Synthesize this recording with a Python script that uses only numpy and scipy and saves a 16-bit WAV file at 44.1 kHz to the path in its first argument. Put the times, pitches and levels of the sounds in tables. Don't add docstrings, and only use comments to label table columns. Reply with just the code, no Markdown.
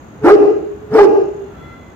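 import sys
import numpy as np
from scipy import signal
from scipy.fft import rfft, irfft, next_fast_len
from scipy.io import wavfile
from scipy.ndimage import uniform_filter1d, minimum_filter1d, map_coordinates

SR = 44100
rng = np.random.default_rng(int(sys.argv[2]) if len(sys.argv) > 2 else 0)


def volts_from_decibels(level):
    exponent = np.asarray(level, float) / 20
    return 10 ** exponent


def persist_wave(psi):
    counts = np.round(np.clip(psi, -1, 1) * 32767).astype(np.int16)
    wavfile.write(sys.argv[1], SR, np.atleast_2d(counts).T)


N = 85995

# (frequency [Hz], relative density [dB per Hz])
TOWN_SPECTRUM = [(15, -31), (25, -35.5), (46, -16.5), (62, -3.5), (118, -6.5), (230, -7), (341, -9.5),
                 (443, -13.5), (1090, -18.5), (1450, -21), (2300, -30), (3500, -36.5), (5000, -44.5),
                 (7800, -47), (10000, -59), (13000, -46.5), (15500, -52.5)]
# (frequency [Hz], correlation [-1 to 1])
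TOWN_LIKENESS = [(30, 0.55), (70, 0.94), (150, 0.88), (400, 0.62), (1000, 0), (4000, 0.054)]
# (time [s], pitch [Hz], gain of overtones 2, 3, 4, 5, 6 [dB each])
BIRD_CALL = [(1.32, 700, -80, -80, -75, -80, -85), (1.42, 703, -70, -76, -66, -68, -79),
             (1.5, 690, -57, -75, -72, -74, -78), (1.57, 672, -49, -64, -74, -64, -76),
             (1.66, 682, -50, -52, -72, -60, -73), (1.74, 681, -49, -51, -74, -64, -72),
             (1.8, 679, -56, -55, -76, -67, -78), (1.9, 678, -66, -57, -78, -68, -80),
             (1.95, 677, -75, -70, -85, -80, -85)]
# (delay [s], left gain [dB], right gain [dB], extra delay on the right [s])
WALL_ECHOES = [(0.014, -7, -4, .0006), (0.034, -19, -17, -.0008), (0.064, -16, -16, .001),
               (0.099, -14, -13.5, -.0005), (.125, -38.5, -14, .001), (.165, -9, -11, .0002),
               (.2, -25, -17.5, -.001), (.235, -17, -21, .0007)]
# (frequency [Hz], time to fall by 60 dB [s])
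RING_DECAY = [(150, 0.53), (400, 0.82), (1000, 0.64), (3000, 0.79), (8000, 0.58)]
# (frequency [Hz], gain [dB])
YARD_COLOURING = [(100, 5), (200, -2), (330, 6), (420, -3), (600, -1), (1500, -11.5), (2200, -14),
                  (2700, 1.5), (3300, -15), (6000, -6.5)]
# (centre time [s], length [s], level [dB])
TEETH_PUFFS = [(0.26, 0.016, -47), (0.942, 0.003, -39)]
# (centre [Hz], width [Hz], gain [dB])
THROAT_RESONANCES = [(455, 72, 8), (762, 234, 3), (1350, 276, -2), (2060, 450, -14), (3040, 1520, -24.5)]
# (frequency [Hz], relative gain [dB])
BREATH_SPECTRUM = [(1200, -43), (2000, 5), (3500, 6), (5400, 5), (8000, -12), (10500, -26.5), (13500, -19),
                   (16000, -20.5)]
# (time [s], pitch [Hz], fundamental level [dB], overtone gain [dB],
# breath level [dB], rasp level [dB], chest tone pitch [Hz], chest tone level [dB])
BARK_COURSES = [
    [(.185, 430, -75, -62, -84, -61.5, 119.5, -50.5), (.215, 430, -38, -56, -76.5, -48, 120, -38),
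     (.238, 423.8, -20, -42.5, -58, -28.5, 140, -25), (.247, 441.8, -19, -21, -45, -20, 318, -10),
     (.27, 425, -18, -20, -40, -14, 345, -9), (.285, 385, -9, -13, -37, -13, 368, -12),
     (.31, 400, -3, -10, -37, -16, 385, -28), (.325, 420, 1, -24, -34, -20, 345, -24),
     (.345, 422, 0, -28, -34, -20, 335, -14), (.357, 412, -28, -45, -46, -32, 330, -30)],
    [(.875, 420, -65, -70, -81.5, -70, 119.4, -62), (.9, 421.8, -40, -53.5, -67.5, -47, 125, -37),
     (.92, 428.7, -19.5, -47.5, -60, -31, 140, -29), (.942, 432.9, -23.5, -29.5, -55, -22, 263.5, -18),
     (.955, 445, -4, -22, -46, -17, 315, -17), (.975, 452, -6, -24, -38, -17, 360, -20),
     (.992, 398, -11, -11, -37, -18, 380, -27), (1.008, 412, 0, -13, -34, -18, 340, -28),
     (1.035, 400, -7, -24, -36, -20, 330, -26), (1.056, 378, -7, -28, -39, -23, 310, -23),
     (1.068, 360.7, -40.5, -60.5, -73, -57, 309, -53.5)],
]


def unit(x):
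    return x / np.sqrt(np.mean(x ** 2) + 1e-20)


def along(points, hz):
    f, v = np.transpose(points)
    return np.interp(np.log(hz + 1), np.log(f + 1), v)


def curves(rows):
    s, *cols = np.transpose(rows)
    return [np.interp(np.arange(N) / SR, s, c) for c in cols]


def wobble(rate):
    knots = rng.standard_normal(int(N * rate / SR) + 4)
    return map_coordinates(knots, [np.arange(N) * rate / SR])


def flutter(steady, rate):
    return steady + wobble(rate) + 1j * wobble(rate)


def phase_of(hz):
    return 2 * np.pi * np.cumsum(hz) / SR


def filtered(x, response):
    m = next_fast_len(N + SR // 2)
    return irfft(rfft(x, m) * response(np.fft.rfftfreq(m, 1 / SR)), m)[..., :N]


def town():
    def mid_side_response(hz):
        turn = np.arccos(np.clip(along(TOWN_LIKENESS, hz), -1, 1)) / 2
        return volts_from_decibels(along(TOWN_SPECTRUM, hz)) * [np.cos(turn), np.sin(turn)]

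    mid, side = filtered(rng.standard_normal((2, N)), mid_side_response)
    level_db = -38.5 + wobble(5.5)
    return volts_from_decibels(level_db) * unit(np.array([mid + side, mid - side]))


def insects():
    centre_hz, half_width_hz = 6640, 644
    pulse_hz, pulse_depth_db = 52, 3.5
    band = filtered(rng.standard_normal((2, N)), lambda f: np.exp(-((f - centre_hz) / half_width_hz) ** 4))
    pulse = np.sin(phase_of(pulse_hz * (1 + 0.29 * wobble(6))))
    level_db = -62.5 + pulse_depth_db * pulse + 1.5 * wobble(3.6)
    return volts_from_decibels(level_db) * unit(band)


def bird():
    hz, *gains_db = curves(BIRD_CALL)
    phase = phase_of(hz * (1 + 0.0013 * wobble(40)))
    on = np.arange(N) / SR > BIRD_CALL[0][0]

    def one_side():
        call = 0
        for number, gain_db in enumerate(gains_db, start=2):
            overtone = (flutter(1.5, 60) * np.exp(1j * number * phase)).real
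            call = call + on * volts_from_decibels(gain_db) * overtone
        return call

    return np.array([one_side(), one_side()])


def wall_slaps(x):
    dull_hz = 6960

    def response(f):
        total = 0
        for delay, left_db, right_db, lag in WALL_ECHOES:
            gains = volts_from_decibels(np.array([[left_db], [right_db]]))
            delays = np.array([[delay], [delay + lag]])
            total = total + gains * np.exp(-2j * np.pi * f * delays)
        return total / (1 + 1j * f / dull_hz)

    return filtered(x, response)


def ring(x):
    ring_db, build_up_s = -4, 0.1
    hz, t, z = signal.stft(rng.standard_normal((2, SR)), SR, nperseg=256)
    decay = volts_from_decibels(-60 * t / along(RING_DECAY, hz)[:, None])
    build_up = 1 - np.exp(-t / build_up_s)
    tail = signal.istft(z * decay * build_up, SR, nperseg=256)[1]
    tail = tail / np.linalg.norm(tail[0])
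    return volts_from_decibels(ring_db) * signal.fftconvolve(x[None], tail, axes=1)[:, :N]


def yard(x):
    coloured = filtered(x, lambda f: volts_from_decibels(along(YARD_COLOURING, f)))
    return wall_slaps(coloured) + ring(coloured)


def direct(x):
    lag_s, right_treble_db = .0001, 6
    scatter_rad, scatter_full_hz, scatter_step_hz = 1.6, 3500, 120
    knots = np.arange(0, SR, scatter_step_hz)
    chance = rng.standard_normal(len(knots))

    def response(f):
        scatter = scatter_rad * np.clip(f / scatter_full_hz, 0, 1) * np.interp(f, knots, chance)
        turn = scatter - 2 * np.pi * f * lag_s
        boost = volts_from_decibels(right_treble_db * np.clip(f / 9000, 0, 1))
        return [np.ones_like(f), boost * np.exp(1j * turn)]

    return filtered(x, response)


def teeth():
    centre_hz, width_hz = 5300, 400
    t = np.arange(N) / SR
    hiss = unit(filtered(rng.standard_normal(N), lambda f: np.exp(-((f - centre_hz) / width_hz) ** 2)))
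    puffs = sum(volts_from_decibels(db) * np.exp(-((t - s) / length) ** 2) for s, length, db in TEETH_PUFFS)
    return hiss * puffs


def throat(f):
    total = 0
    for k, (centre, width, db) in enumerate(THROAT_RESONANCES):
        resonance = 1j * f * width / (centre * centre - f * f + 1j * f * width)
        total = total + (-1) ** k * volts_from_decibels(db) * resonance
    return total


def overtones(hz, shaky):
    half_pitch_gain = .35
    total = 0
    for k in range(1, 14):
        if k == 2:
            continue
        gain = (half_pitch_gain if k % 2 else 1) * abs(throat(k * hz / 2))
        start = 2 * np.pi * rng.random()
        line = flutter(1.2, 110) * np.exp(1j * (k * shaky / 2 + start))
        total = total + gain * line.real / 2
    return total


def bark(rows):
    jitter, shimmer_db, pulsed = 0.032, 1.5, .5
    hz, tone_db, over_db, breath_db, rasp_db, chest_hz, chest_db = curves(rows)
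    t = np.arange(N) / SR
    on = (t > rows[0][0]) & (t < rows[-1][0])

    phase = phase_of(hz)
    shaky = phase + phase_of(hz * jitter * wobble(150))
    tone = volts_from_decibels(tone_db + shimmer_db * wobble(80)) * np.sin(phase)
    over = volts_from_decibels(over_db) * overtones(hz, shaky)

    air = (1 + pulsed * np.cos(shaky / 2)) * rng.standard_normal((2, N))
    rasp = unit(filtered(air[0], throat))
    breath = unit(filtered(air[1], lambda f: volts_from_decibels(along(BREATH_SPECTRUM, f))))
    chest = unit((flutter(3, 110) * np.exp(1j * phase_of(chest_hz))).real)

    voiced = np.sqrt(2) * (tone + over) + volts_from_decibels(chest_db) * chest
    noise = volts_from_decibels(rasp_db) * rasp + volts_from_decibels(breath_db) * breath
    return on * (voiced + noise)


def scene():
    background = town() + insects() + bird()
    sources = [teeth()] + [bark(rows) for rows in BARK_COURSES]
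    dog = sum(direct(source) + yard(source) for source in sources)
    return background + dog


def roll_off(x):
    return signal.sosfilt(signal.butter(12, 15800, fs=SR, output="sos"), x)


def record(dry):
    limit_top, hold_s, clip_knee = 1.5, .004, 10
    span = int(hold_s * SR)
    need = np.minimum(1, limit_top / (abs(dry) + 1e-9))
    held = minimum_filter1d(need, 2 * span, axis=1)
    gain = uniform_filter1d(held, span, axis=1)
    limited = dry * gain
    mix = limited / (1 + abs(limited) ** clip_knee) ** (1 / clip_knee)
    return roll_off(mix)


dry = scene()
out = record(dry)
persist_wave(out)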